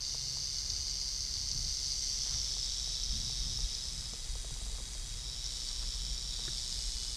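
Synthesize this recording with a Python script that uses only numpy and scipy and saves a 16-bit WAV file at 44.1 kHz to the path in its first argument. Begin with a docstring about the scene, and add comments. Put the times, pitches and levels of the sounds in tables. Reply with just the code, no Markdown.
"""A brushy trail among rocks, heard through the microphone of a hand-held camera.
Behind the rocks a rattlesnake buzzes: each tail stroke throws its loose segments together, and the
strokes slow a little as it goes on. Stone and brush scatter and colour the buzz differently as the
listener shifts about in the dry grass. Right at the microphone the hand rumbles, rubs and thumps,
and the case creaks in small ticks and knocks once. Faint open air lies under it all."""
import sys
import numpy as np
from scipy import signal
from scipy.fft import rfft, irfft, next_fast_len
from scipy.io import wavfile
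from scipy.ndimage import uniform_filter1d, map_coordinates

SR = 44100
rng = np.random.default_rng(int(sys.argv[2]) if len(sys.argv) > 2 else 0)


def digitize_waveform(pressure):
    """Quantize a signal to 16-bit integers and store it at the path in sys.argv[1].

    Rows of a 2-D input are taken as channels; values are limited to [-1, 1].
    """
    field = np.atleast_2d(pressure).T
    bounded = np.clip(field, -1, 1)
    quanta = np.round(bounded * 32767).astype(np.int16)
    wavfile.write(sys.argv[1], SR, quanta)


N = 315756
TIME_S = np.arange(N) / SR


def amp(db):
    return 10 ** (np.asarray(db) / 20)


def unit_rms(x):
    return x / np.sqrt(np.mean(x ** 2) + 1e-20)


def curves(rows):
    """One value per sample for each column after the time."""
    times, *columns = np.transpose(rows)
    return [np.interp(TIME_S, times, column) for column in columns]


def wobble(knots_per_s):
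    """A smooth random curve about zero."""
    knots = rng.standard_normal(int(N * knots_per_s / SR) + 4)
    return map_coordinates(knots, [TIME_S * knots_per_s])


def swell(centre_s, half_length_s):
    """A bell-shaped rise and fall of height 1."""
    return np.exp(-.5 * ((TIME_S - centre_s) / half_length_s) ** 2)


def surges(rest_db, events):
    """A resting level with (centre_s, level_db, half_length_s) swells added in power."""
    swell_power = sum((amp(db) * swell(s, length)) ** 2 for s, db, length in events)
    return np.sqrt(amp(rest_db) ** 2 + swell_power)


def filtered(x, response):
    """x through a complex response of frequency."""
    size = next_fast_len(N + SR // 2)
    return irfft(rfft(x, size) * response(np.fft.rfftfreq(size, 1 / SR)), size)[:N]


def colour(x, spectrum):
    """x shaped by (freq_hz, gain_db) points; rms 1."""
    freq_hz, gain_db = np.transpose(spectrum)
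    return unit_rms(filtered(x, lambda hz: amp(np.interp(np.log(hz + 1), np.log(freq_hz), gain_db))))


def noise(spectrum):
    return colour(rng.standard_normal(N), spectrum)


def resonate(x, modes):
    """x through parallel (pitch_hz, width_hz, gain_db) resonances."""
    return filtered(x, lambda f: sum(amp(db) * 1j * f * width / (hz * hz - f * f + 1j * f * width)
                                     for hz, width, db in modes))


def steady(x, span_s):
    """x with its chance swells partly evened out; rms 1."""
    power = uniform_filter1d(x ** 2, max(int(span_s * SR), 1))
    return unit_rms(x / np.sqrt(abs(power) + 0.21))


def band_gain(f, bands):
    """Gain at f of bell-shaped (centre_hz, width_hz, gain_db) peaks and nulls."""
    return amp(sum(db * np.exp(-((f - hz) / width) ** 2) for hz, width, db in bands))


def add(track, start_s, sound):
    """Mix a sound into the track."""
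    part = track[max(round(start_s * SR), 0):][:len(sound)]
    part += sound[:len(part)]


# air all around the trail: freq_hz, gain_db
AIR_SPECTRUM = [(30, -10), (200, 1), (420, 0.5), (600, -2.5), (1400, -3.5), (2400, -4), (5000, 2),
                (11000, -11), (14000, -17)]

def open_air(level_db=-54.5):
    """A faint even rush of open air over the hillside."""
    return amp(level_db) * noise(AIR_SPECTRUM)


# shoes in the grass below the microphone: centre_s, level_db, half_length_s
SHOE_SCUFFS = [(2.273, -62, 0.016), (2.34, -57, 0.036), (5.704, -60, 0.016), (5.831, -56.5, 0.014),
               (6.458, -61, 0.033)]
# dry stalks: freq_hz, gain_db
STRAW_SPECTRUM = [(150, 0), (400, 2), (1200, 5.5), (2400, -1), (5000, -14), (12000, -27)]

def grass_scuffs():
    """A shifting foot crushes dry stalks in a short crackly swell."""
    pressure = sum(amp(db) * swell(s, length) for s, db, length in SHOE_SCUFFS)
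    crackle = rng.standard_normal(N) * amp(2.3 * wobble(400))
    return pressure * colour(crackle, STRAW_SPECTRUM)


# rumble of the moving microphone: freq_hz, gain_db
SWAY_SPECTRUM = [(12, -17), (20, -8), (35, -1), (46, 1), (57, -5), (72, -29), (110, -31), (250, -74)]
# the hand's constant slight sway: time_s, level_db
HAND_TREMOR = [(0, -49.5), (.35, -52.5), (.7, -47), (2.1, -46.5), (2.8, -44), (3.9, -45.5), (7.16, -44.5)]
# jolts of the arm: centre_s, level_db, half_length_s
ARM_JOLTS = [(1.63, -42.5, .07), (3.11, -38, 0.068), (3.43, -38, 0.046), (3.632, -34, 0.029),
             (4.332, -36.5, 0.054), (4.532, -34.5, 0.018), (4.702, -39.5, 0.066), (5.056, -42, 0.073),
             (5.833, -40, 0.073), (6.008, -39, 0.04), (6.12, -39, .028), (6.292, -41, 0.019),
             (6.902, -41, 0.081)]

def camera_sway():
    """The hand sways the camera into a deep rumble, more at each jolt."""
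    rumble = steady(noise(SWAY_SPECTRUM), span_s=0.096)
    return surges(curves(HAND_TREMOR)[0], ARM_JOLTS) * rumble


# low resonances of the case around the microphone: pitch_hz, width_hz, gain_db
CASE_MODES = [(134.5, 23, 1.5), (209.4, 22, -14.5)]
# skin on the case, and the case's broad boom: freq_hz, gain_db
RUB_SPECTRUM = [(35, -22), (62, 3), (85, 0.5), (115, -4.5), (140, -21), (175, -33), (250, -44)]
BOOM_SPECTRUM = [(70, -52), (120, 1), (165, -6.5), (230, -14), (290, -29), (500, -33), (1200, -75)]
# drags of the skin: centre_s, level_db, half_length_s
SKIN_DRAGS = [(0.55, -53, .07), (0.78, -50, 0.07), (1.552, -50.5, 0.22), (2.368, -49.5, 0.059),
              (3.222, -46, 0.059), (3.57, -47, 0.042), (4.03, -55.5, .08), (5.2, -57, .08)]

def grip_rub(resting_rub_db=-55.5, boom_db=-60):
    """The hand rubs the case, which booms at two low resonances; uneven pressure wavers both levels."""
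    rub = steady(noise(RUB_SPECTRUM), span_s=0.12)
    friction = rng.standard_normal(N)
    ring = unit_rms(resonate(friction, CASE_MODES))
    boom = steady(ring + colour(friction, BOOM_SPECTRUM), span_s=0.1)
    pressure = amp(wobble(12))
    return pressure * (surges(resting_rub_db, SKIN_DRAGS) * rub + amp(boom_db) * boom)


# the palm shifts on the case: centre_s, level_db, half_length_s, upper_mode_db
PALM_THUMPS = [(0.29, -52, 0.088, -28), (0.824, -57, 0.038, -9), (1.447, -57, .025, -15),
               (1.57, -48, 0.034, -9.5), (1.675, -47, .016, -18), (2.356, -50, 0.035, -15),
               (2.818, -57.5, 0.063, -15), (3.162, -50, 0.038, -2.5), (3.27, -50, 0.045, -14),
               (3.518, -51, 0.1, -7), (3.99, -54, 0.051, -7.5), (4.13, -55, 0.014, 4),
               (4.53, -51, 0.0074, -5), (4.663, -58.5, .03, -1), (4.812, -55, .012, -8),
               (5.25, -57, 0.042, -14), (6.074, -55, 0.056, -10), (6.273, -57, 0.017, -12),
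               (6.48, -50.5, 0.051, -12.5)]
# skin brushing within a thump: freq_hz, gain_db
PALM_SPECTRUM = [(130, -23), (220, -1), (300, -1), (420, -6), (700, -20), (1500, -45)]

def palm_thumps(width_hz=27, skin_db=-8.5):
    """Each soft thump swells both case resonances, in a balance set by where the palm presses."""
    rings = []
    for hz, _, _ in CASE_MODES:
        mode = [(hz, width_hz, 0)]
        ring = resonate(resonate(rng.standard_normal(N), mode), mode)
        rings.append(steady(unit_rms(ring), span_s=0.05))
    lower, upper = rings
    skin = amp(skin_db) * noise(PALM_SPECTRUM)
    out = np.zeros(N)
    for s, db, length, upper_db in PALM_THUMPS:
        blend = (lower + amp(upper_db) * (upper + skin)) / np.hypot(1, amp(upper_db))
        out += amp(db) * swell(s, length) * blend
    return out


# sharper taps, right at the microphone: centre_s, peak_db, half_length_s
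HAND_TAPS = [(1.378, -40, .003), (1.686, -33.5, .004), (2.346, -35, .003), (4.525, -42, .002)]

def hand_taps():
    """A tap of the hand gives the microphone one dull push, without ringing."""
    return sum(amp(db) * (((TIME_S - s) / length) ** 2 - 1) * swell(s, length)
               for s, db, length in HAND_TAPS)


# slips of the grip, close to the microphone: centre_s, snap_db, half_length_s
GRIP_SLIPS = [(0.1476, -43, .001), (0.371, -45, 0.0012), (2.2655, -47, 0.00077), (2.568, -47, 0.00092),
              (2.875, -47, 0.00076), (3.2982, -45.5, 0.00063), (3.59, -46, 0.00064), (4.1355, -42, 0.00061),
              (4.3548, -42.5, .0006), (4.4463, -42, 0.00049), (4.507, -46, .0007), (4.5647, -46.5, 0.0008),
              (4.6154, -45.5, .0006), (4.6661, -47, .0006), (4.698, -47.5, 0.00055), (4.724, -47, .0007),
              (4.7546, -50, .0007), (4.7845, -45, .0006), (4.8018, -46, .0007), (4.952, -48, .0007),
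              (5.8186, -55, 0.00082), (6.393, -44, 0.00064)]
# the case after a slip: pitch_hz, gain_db, t60_s
CREAK_MODES = [(455, 0, 0.031), (670, 1.5, 0.017), (1220, -12, .015)]

def case_creaks(snap_hz=864, pitch_spread=.1, ring_spread_db=2.5, ring_rise_s=0.0026):
    """Each slip of the grip is one dull snap, after which the case rings for an instant."""
    lead = 128  # samples before the snap's centre
    out, t = np.zeros(N), np.arange(-lead, SR // 20) / SR
    after = np.maximum(t, 0)
    ring_rise = 1 - np.exp(-after / ring_rise_s)
    for s, db, length in GRIP_SLIPS:
        pitch_hz = snap_hz * (1 + pitch_spread * rng.standard_normal())
        snap = np.exp(-(t / length) ** 2) * np.cos(2 * np.pi * pitch_hz * t)
        ring = np.zeros(len(t))
        for hz, gain_db, t60 in CREAK_MODES:
            decay = amp(gain_db + ring_spread_db * rng.standard_normal() - 60 * after / t60)
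            ring += decay * np.cos(2 * np.pi * (hz * t + rng.random()))
        add(out, s - lead / SR, amp(db) * (snap + ring * ring_rise))
    return out


# a fingertip on the case: start_s, gain_db
FINGER_KNOCKS = [(6.4803, -38)]
# the knocked plastic: pitch_hz, gain_db, t60_s
PLASTIC_MODES = [(354, -1, 0.044), (1480, -1, 0.024), (1700, -0.5, 0.026), (1810, -11, .025)]

def case_knock(rise_s=0.00067):
    """A fingertip knock rings the plastic case briefly."""
    out, t = np.zeros(N), np.arange(SR // 5) / SR
    ring = sum(amp(db - 60 * t / t60) * np.sin(2 * np.pi * hz * t) for hz, db, t60 in PLASTIC_MODES)
    for s, db in FINGER_KNOCKS:
        add(out, s, amp(db) * ring * (1 - np.exp(-t / rise_s)))
    return out


def brush_scatter(clicks, t60_s=0.29):
    """Twigs and stones scatter clicks into a diffuse tail; the band near 4.5 kHz comes most directly."""
    def direct_share(hz):
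        return np.interp(hz, [2950, 4530, 5840, 7960], [0.22, 0.64, 0.49, 0.2])  # of the power

    t = np.arange(SR // 4) / SR
    energy = signal.oaconvolve(clicks ** 2, amp(-60 * t / t60_s) ** 2)[:N]
    diffuse = unit_rms(np.sqrt(abs(energy)) * rng.standard_normal(N))
    straight = filtered(clicks, lambda hz: np.sqrt(direct_share(hz)))
    scattered = filtered(diffuse, lambda hz: np.sqrt(1 - direct_share(hz)))
    return straight + scattered


# colour of five paths from the snake to the microphone: freq_hz, gain_db
OPEN_TONE = [(1500, -37), (2200, -29), (2750, -23), (3250, -16), (4300, -8), (5300, -1), (6200, 1.5),
             (7000, -8.5), (8600, -17.0), (10500, -31.5), (14000, -32.5)]
BESIDE_ROCK_TONE = [(1500, -31), (2200, -22), (2750, -24), (3250, -9.5), (4300, -7), (5300, 4.5),
                    (6200, -6), (7000, -17.5), (8600, -10.5), (10500, -32), (14000, -38)]
SCREENED_TONE = [(1500, -22), (2200, -15.5), (2750, -16), (3250, -4.5), (4300, -4.5), (5300, 3.5),
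                 (6200, -2), (7000, -6.5), (8600, -4.5), (10500, -17.5), (14000, -47)]
THROUGH_GRASS_TONE = [(1500, -25.5), (2200, -20.5), (2750, -21), (3250, -7.5), (4300, -4.5), (5300, 1),
                      (6200, -8), (7000, -11.5), (8600, -12.5), (10500, -26.5), (14000, -40.5)]
OVER_GRASS_TONE = [(1500, -25), (2200, -17.5), (2750, -28.5), (3250, -4), (4300, -3), (5300, 2.5),
                   (6200, -4.5), (7000, -4.5), (8600, -12), (10500, -19), (14000, -40)]
# bands that echoes off stone and ground lift or cancel on each path: centre_hz, width_hz, gain_db
OPEN_BANDS = [(2090, 170, 13.5), (2900, 110, 6), (3660, 83, 2.5), (4400, 273, 9), (4776, 160, 8.5),
              (5360, 90, 2.5), (6000, 77, -0.5), (6720, 190, -10), (7710, 260, -7), (8120, 150, 5.5),
              (9100, 70, -3), (9830, 310, 6)]
BESIDE_ROCK_BANDS = [(3890, 340, 6), (4200, 150, -6.5), (4650, 110, 2.5), (4890, 100, -13), (5300, 49, -5),
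                     (5630, 66, -8), (5730, 60, 2.5), (6000, 62, 4.5), (6470, 130, 4.5), (7000, 150, 6.5),
                     (7900, 110, 1.5), (8250, 180, -13), (8850, 180, -11.5)]
SCREENED_BANDS = [(2010, 93, 6.5), (2780, 59, -13), (3100, 70, -14), (3580, 64, -10), (3860, 140, 7.5),
                  (4080, 110, -6.5), (4720, 91, 1.5), (4920, 80, -13), (5440, 184, -15), (6400, 90, -6),
                  (6600, 90, 2.5), (7170, 70, -1), (7460, 140, 5), (8420, 160, -11), (9150, 150, -4)]
THROUGH_GRASS_BANDS = [(2820, 70, -10), (3880, 120, 6), (4250, 150, -11), (4780, 110, 2), (4920, 100, -16),
                       (5430, 70, 5), (5740, 54, 5), (6000, 120, 2), (6200, 90, -9), (6960, 130, 7),
                       (8240, 200, -8), (8540, 120, 4.5), (8800, 120, -3.5)]
OVER_GRASS_BANDS = [(2520, 110, 9), (2930, 110, 12), (3210, 120, -8.5), (4950, 110, 1.5), (5700, 120, -2.5),
                    (6440, 70, 4), (6800, 70, -9), (7920, 130, 1), (8370, 160, 7.5)]

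def trail_paths(rattle, position, drift_share=.007):
    """Position crossfades the paths; the swaying microphone slides their echo bands in frequency."""
    paths = [(OPEN_TONE, OPEN_BANDS), (BESIDE_ROCK_TONE, BESIDE_ROCK_BANDS),
             (SCREENED_TONE, SCREENED_BANDS), (THROUGH_GRASS_TONE, THROUGH_GRASS_BANDS),
             (OVER_GRASS_TONE, OVER_GRASS_BANDS)]
    stretch = 1 + drift_share * wobble(3)
    bin_hz, frame_s, frames = signal.stft(rattle, SR, nperseg=1024)
    drifted_hz = bin_hz[:, None] / np.interp(frame_s, TIME_S, stretch)
    out = np.zeros(N)
    for number, (tone, bands) in enumerate(paths):
        share = np.clip(1 - abs(position - number), 0, 1)
        echoed = signal.istft(frames * band_gain(drifted_hz, bands), SR)[1][:N]
        out += share * colour(echoed, tone)
    return out


# brief shifts in the buzz's colour at the microphone: centre_s, half_length_s, centre_hz, width_hz, gain_db
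BUZZ_COLOUR_SHIFTS = [(0.2, .4, 3740, 110, 4.5), (0.3, .4, 2880, 130, 3), (1.95, .22, 7660, 200, 3),
                      (2.15, 0.17, 5870, 300, 3), (2.22, 0.26, 3850, 190, -9), (2.375, 0.028, 5700, 550, 3),
                      (2.6, 0.23, 7460, 170, 5), (3.93, 0.24, 5080, 130, 7), (5.22, 0.23, 5100, 130, 3),
                      (3.3, .3, 8500, 170, 2), (4.65, .35, 8750, 170, 4), (5.453, .3, 3800, 220, 2.5),
                      (5.7, 0.22, 8480, 130, 2), (6.436, 0.093, 3770, 200, 6.5)]

def buzz_colour_shifts(buzz):
    """Narrow bands of the buzz briefly swell or dip."""
    out = buzz.copy()
    for s, length, hz, width, db in BUZZ_COLOUR_SHIFTS:
        coloured = filtered(buzz, lambda f: band_gain(f, [(hz, width, db)]))
        out += np.exp(-((TIME_S - s) / length) ** 2) * (coloured - buzz)
    return out


# harder hits of the rattle: centre_s, gain_db
HARD_HITS = [(0.5855, 6), (0.7026, 10.5), (1.5152, 11), (1.649, 6), (3.036, 4), (3.7508, 7), (5.464, 7.5),
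             (5.6885, 7)]

def rattle_clacks(half_length_s=0.00064):
    """Now and then the segments hit squarely, in one harder burst."""
    force = sum(amp(db) * swell(s, half_length_s) for s, db in HARD_HITS)
    burst = noise([(3000, -18), (4400, -2), (6200, 0), (7500, -11), (11000, -20)])
    return force * steady(burst, span_s=0.00077)


# beat of the tail: time_s, stroke_rate_hz
TAIL_STROKES = [(0, 138.4), (1.3, 135), (2, 133.9), (2.6, 130.9), (2.9, 128.9), (4.3, 128.3), (5.4, 125.3),
                (6.4, 124.2), (7.16, 124)]

def rattle_clicks(clicks_per_stroke=160, side_db=1.15, rebound_share=.25, rebound_s=.0022):
    """Each tail stroke throws the loose segments together: a cluster of clicks, then a weaker rebound."""
    strokes_done = np.cumsum(curves(TAIL_STROKES)[0]) / SR
    starts_s = np.flatnonzero(np.diff(np.floor(strokes_done)))[:, None] / SR
    strokes = len(starts_s)
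    stroke_late, stroke_force = rng.standard_normal((strokes, 2, 1)).swapaxes(0, 1)
    click_late, click_force = rng.standard_normal((strokes, 2, clicks_per_stroke)).swapaxes(0, 1)
    pitch_hz = rng.uniform(800, 14500, (strokes, clicks_per_stroke))
    phase = rng.random(pitch_hz.shape)
    # each segment owns a 2 kHz range of pitch and lands early or late, harder or softer
    segment = (pitch_hz // 2000).astype(int)
    segment_draws = rng.standard_normal((2, strokes, segment.max() + 1))
    segment_late, segment_force = np.take_along_axis(segment_draws, segment[None], axis=2)
    delay_s = rebound_s * (rng.random(pitch_hz.shape) < rebound_share)
    click_s = starts_s + .0002 * stroke_late + .0003 * segment_late + .0008 * click_late + delay_s
    side = (-1) ** np.arange(strokes)[:, None]  # left and right strokes differ in strength
    click_db = side_db * side + 0.45 * stroke_force + 0.57 * segment_force + 0.6 * click_force
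    samples = np.arange(40)  # a click is a sine burst under a millisecond long
    tones = np.sin(2 * np.pi * (pitch_hz[..., None] * samples / SR + phase[..., None]))
    clicks = amp(click_db)[..., None] * np.hanning(len(samples)) * tones
    index = (np.round(click_s * SR).astype(int)[..., None] + samples) % N
    return unit_rms(np.bincount(index.ravel(), clicks.ravel(), N))


# the microphone's way along the trail: time_s, position, level_db
# positions: 0 open, 1 beside the rock, 2 screened, 3 through grass, 4 over the grass
MICROPHONE_WALK = [(0, 0, -38.5), (.8, 0, -37.5), (1.25, 0, -38), (2.05, 0.15, -36), (2.35, 0.67, -36),
                   (2.75, 1, -37.5), (3.45, 1, -38.3), (3.77, 1.25, -39.7), (4.3, 2, -45.5),
                   (5.08, 2, -45.5), (5.52, 3.5, -40.3), (6.28, 3, -41), (6.5, 3.5, -39), (6.85, 4, -39.5),
                   (7.16, 4, -40.5)]

def rattlesnake():
    """The rattle's buzz crosses brush and rocks on its way to the moving microphone."""
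    position, level_db = curves(MICROPHONE_WALK)
    rattle = brush_scatter(rattle_clicks()) + amp(-3) * rattle_clacks()
    buzz = buzz_colour_shifts(trail_paths(rattle, position))
    return amp(level_db) * steady(buzz, span_s=0.2)


def scene():
    """The snake behind the rocks, handling noise up close and the trail around, in mono."""
    creaks = case_creaks()
    snake = rattlesnake()
    handling = camera_sway() + grip_rub() + palm_thumps() + hand_taps() + creaks + case_knock()
    return (snake + handling + grass_scuffs() + open_air())[None]


def record(dry, top_hz=14020):
    """The camera keeps nothing above its band limit."""
    return filtered(dry[0], lambda hz: hz < top_hz)[None]


dry = scene()
out = record(dry)
digitize_waveform(out)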